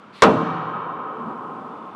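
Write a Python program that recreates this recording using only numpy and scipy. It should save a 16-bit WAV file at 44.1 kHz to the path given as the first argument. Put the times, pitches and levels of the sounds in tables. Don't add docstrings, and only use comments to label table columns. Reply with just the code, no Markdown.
import sys
import numpy as np
from scipy import signal
from scipy.fft import rfft, irfft
from scipy.io import wavfile

SR = 44100
rng = np.random.default_rng(int(sys.argv[2]) if len(sys.argv) > 2 else 0)


def wav_out(sig):
    wavfile.write(sys.argv[1], SR, np.round(np.clip(np.atleast_2d(sig).T, -1, 1) * 32767).astype(np.int16))


N = 85995
T = np.arange(N) / SR
HZ = np.maximum(np.arange(N // 2 + 1) * SR / N, 1)
HIT_S = 0.2217

# frequency in Hz, relative spectral density in dB.
HUM_SPECTRUM = [(30, -46), (100, -8.5), (220, 2), (420, -5.5), (750, -8), (1300, 0), (1750, -16),
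                (2900, -18), (4200, -29.5), (7000, -40), (10000, -46.5), (15000, -67)]
STEP_SPECTRUM = [(40, -49), (110, -8), (230, 8), (450, -8.5), (1100, -2.5), (1800, -35), (5000, -47),
                 (12000, -63)]
RUSTLE_SPECTRUM = [(2000, 2), (5000, -6), (8000, 0.5), (8800, -3), (9800, 3.5), (11500, -4.5),
                   (12500, -17.5)]
KNOCK_SPECTRUM = [(40, -45), (150, -16), (300, 14.5), (600, -5.5), (1150, 8), (1900, -23), (4000, -43),
                  (10000, -55)]
SWISH_SPECTRUM = [(50, -47), (500, -5), (2000, 2.5), (4200, 0.5), (6200, -17), (9000, -17), (12500, -28.5)]
SNAP_SPECTRUM = [(100, -35), (1500, -11), (3500, -3), (6500, 3.5), (8500, -10.5), (15000, -31)]
CRACK_SPECTRUM = [(40, -36), (300, -14), (1200, 18.5), (3000, 6.5), (6500, -0.5), (9000, -16.5),
                  (15000, -25.5)]
# start in seconds, level in dB, 60 dB decay time in seconds.
FOOTFALLS = [(1.17, -33.5, 1.55), (1.225, -32.5, 1.26), (1.483, -41, 3.7)]
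# start in seconds, level in dB.
REBOUNDS = [(0.2985, -7.5), (1.419, -33), (1.734, -29)]
# delay in seconds, relative level in dB.
CRACK_ARRIVALS = [(0, -1.5), (.0022, -3), (.0054, -11.5), (0.014, -0.5), (0.0162, -7.5)]
# frequency in Hz, relative level in dB, 60 dB decay time in seconds.
FLOOR_MODES = [(155.9, -0.5, 0.65), (232.1, -6, 0.81)]
ROOM_MODES = [(119.8, -28, 1.8), (131.5, -33, 0.6), (164.8, -13.5, 1.51), (181, -40, 1.6),
              (201.7, -18, 0.62), (263.4, -8.5, 0.64), (322.3, -16.5, 0.99), (453.6, -6.5, 0.65),
              (555.5, -17, 0.43), (615.5, -7, 0.53), (691, -24, 0.47), (756, -17, 0.44)]
BALL_MODES = [(951, -16.5, 0.2), (962.6, -8, 0.33), (1035.5, -2, 0.088), (1203, -9, 0.05),
              (1288, -4.5, 0.26), (1427, -10.5, .11), (1539, -14.5, 0.25), (2453, -21.5, .2),
              (2726, -23, 0.45), (3410, -32.5, 0.45), (3480, -23, .12), (4400, -27.5, 0.17),
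              (5540, -24, .1), (6540, -29, .09), (7530, -36, .08), (9000, -36, 0.092)]
# frequency in Hz, spectral density in dB, 60 dB decay time in seconds.
EARLY_BANDS = [(40, -24.5, 0.25), (70, -17.5, .8), (100, -4, 1.5), (170, 10, 1.11), (390, 10.5, 0.69),
               (750, 11, 0.45), (1140, 11, 0.43), (2010, -6, 0.31), (3020, -2, 0.15), (5460, -15.5, 0.17),
               (8500, -21, 0.11), (15000, -47.5, 0.071)]
ECHO_BANDS = [(40, -47.5, 2), (91, -18.5, 3), (173, -7.5, 2.1), (324, -10, 6.2), (734, -11.5, 5.3),
              (1070, -5.5, 5.5), (1283, -3.5, 3.97), (1677, -15.5, 2.8), (2090, -24.5, 2.55),
              (3020, -21.5, 2.59), (4300, -31, 1.25), (6640, -36.5, 0.96), (10000, -42, 0.56),
              (15000, -63.5, .5)]
# centre in Hz, width in Hz, gain in dB.
ECHO_RESONANCES = [(439.6, 15, 6), (659, 34, -9), (764, 13, 11.5), (977, 17, 6.5), (1055.7, 24, 12),
                   (1259.3, 14, 9), (1427, 8.3, 2.5), (1860, 17, 9.5), (2015, 21, 1.5), (2325, 58, 9.5),
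                   (2600, 120, -3.5), (2730, 70, 2.5), (2950, 50, 0), (3060, 72, 6), (3390, 140, -6),
                   (3620, 40, 2.5)]


def from_db(db):
    return 10 ** (np.asarray(db) / 20)


def at_hz(table, hz, column=1):
    columns = np.transpose(table)
    return np.interp(np.log(hz), np.log(columns[0]), columns[column])


def lowpass(x, cutoff_hz, order):
    return signal.sosfilt(signal.butter(order, cutoff_hz, fs=SR, output="sos"), x)


def rippled(spectrum):
    grid_hz = np.arange(2000) * 50
    depth_db = 3.5 * np.minimum(HZ / 2500, 1) ** 2
    return spectrum * from_db(depth_db * np.interp(HZ, grid_hz, rng.standard_normal(len(grid_hz))))


def noise(spectrum, hard_walls=False):
    bins = rfft(rng.standard_normal(N)) * from_db(at_hz(spectrum, HZ))
    x = irfft(rippled(bins) if hard_walls else bins, N)
    return x / x.std()


def flutter(width_hz):
    x = lowpass(rng.standard_normal(N), width_hz, order=2)
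    return x / x.std()


def swell(start, rise, t60):
    age = np.maximum(T - start, 0)
    return (1 - np.exp(-age / max(rise, 1e-5))) * from_db(-60 * np.minimum(age / t60, 10))


def ring(hz, db, t60, start, rise):
    return from_db(db) * swell(start, rise, t60) * np.sin(2 * np.pi * hz * (T - start))


def reflections(bands, delay_cycles, rise_cycles, colour_db=0):
    spectrum = rippled(rfft(rng.standard_normal(N))) * from_db(at_hz(bands, HZ) + colour_db)
    centres = np.geomspace(30, 16000, 28)
    band_position = np.interp(np.log(HZ), np.log(centres), np.arange(len(centres)))
    field = np.zeros(N)
    for k, hz in enumerate(centres):
        band = irfft(spectrum * np.maximum(1 - abs(band_position - k), 0), N)
        field += band * swell(HIT_S + delay_cycles / hz, rise_cycles / hz, at_hz(bands, hz, column=2))
    return field


def background():
    return from_db(-45.5) * noise(HUM_SPECTRUM)


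def player():
    rise_s = 0.021
    steps = sum(from_db(db) * swell(start, rise_s, t60) * noise(STEP_SPECTRUM)
                for start, db, t60 in FOOTFALLS)
    thuds = sum(ring(hz, db + mode_db, t60, start, rise_s)
                for start, db, _ in FOOTFALLS for hz, mode_db, t60 in FLOOR_MODES)
    unsteady_tone = flutter(width_hz=40) * np.sin(2 * np.pi * 3510 * T)
    squeak = from_db(-59.5) * swell(start=1.56, rise=0.1, t60=3.5) * unsteady_tone
    rustle = from_db(-70) * swell(start=1.06, rise=0.16, t60=5.7) * noise(RUSTLE_SPECTRUM)
    return lowpass(steps + thuds + squeak + rustle, 11800, order=12)


def rebounds():
    envelope = sum(from_db(db) * swell(start, rise=0.0021, t60=0.04) for start, db in REBOUNDS)
    return envelope * noise(KNOCK_SPECTRUM)


def court():
    boom = sum(ring(hz, db, t60, HIT_S, rise=0.055 * (157 / hz) ** 3.6)
               for hz, db, t60 in ROOM_MODES)
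    early = reflections(EARLY_BANDS, delay_cycles=1.9, rise_cycles=1.1)
    ping_db = sum(db / (1 + (2 * (HZ - hz) / width) ** 2) for hz, width, db in ECHO_RESONANCES)
    echo = reflections(ECHO_BANDS, delay_cycles=7.2, rise_cycles=45, colour_db=ping_db)
    return boom + early + echo


def swish():
    start_s, rise_s = 0.12, 0.042
    whistle_hz, fall_hz_per_s = 4950, 13000
    age = T - start_s
    envelope = np.clip(age / rise_s, 0, 1) * (T < HIT_S)
    phase = 2 * np.pi * (whistle_hz - fall_hz_per_s * age / 2) * age
    whistle = flutter(width_hz=220) * np.sin(phase)
    return envelope * (from_db(-47.5) * noise(SWISH_SPECTRUM) + from_db(-57) * whistle)


def smack():
    snap = from_db(-7.5) * swell(HIT_S, rise=0, t60=0.002) * noise(SNAP_SPECTRUM)
    bursts = sum(from_db(db) * swell(HIT_S + delay, rise=0, t60=0.019) for delay, db in CRACK_ARRIVALS)
    crack = from_db(-7) * bursts * noise(CRACK_SPECTRUM, hard_walls=True)
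    ping = sum(ring(hz, db, t60, HIT_S, rise=0.0012) for hz, db, t60 in BALL_MODES)
    return snap + crack + ping


def scene():
    return (swish() + smack() + court() + rebounds() + player() + background())[None]


def record(dry):
    threshold_db, duck_share, attack_s, release_db_per_s = -19, 0.24, 0.03, 21
    ceiling, hardness = 0.7, 3.14
    excess_db = np.maximum(20 * np.log10(abs(dry[0]) + 1e-9) - threshold_db, 0)
    held_db = np.maximum.accumulate(excess_db + release_db_per_s * T) - release_db_per_s * T
    pole = np.exp(-1 / (attack_s * SR))
    smoothed_db = signal.lfilter([1 - pole], [1, -pole], held_db)
    ducked = dry * from_db(-duck_share * smoothed_db)
    clipped = ducked / (1 + abs(ducked / ceiling) ** hardness) ** (1 / hardness)
    softened = lowpass(clipped, 12000, order=2)
    return signal.sosfilt(signal.cheby2(12, 70, 16300, fs=SR, output="sos"), softened)


dry = scene()
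out = record(dry)
wav_out(out)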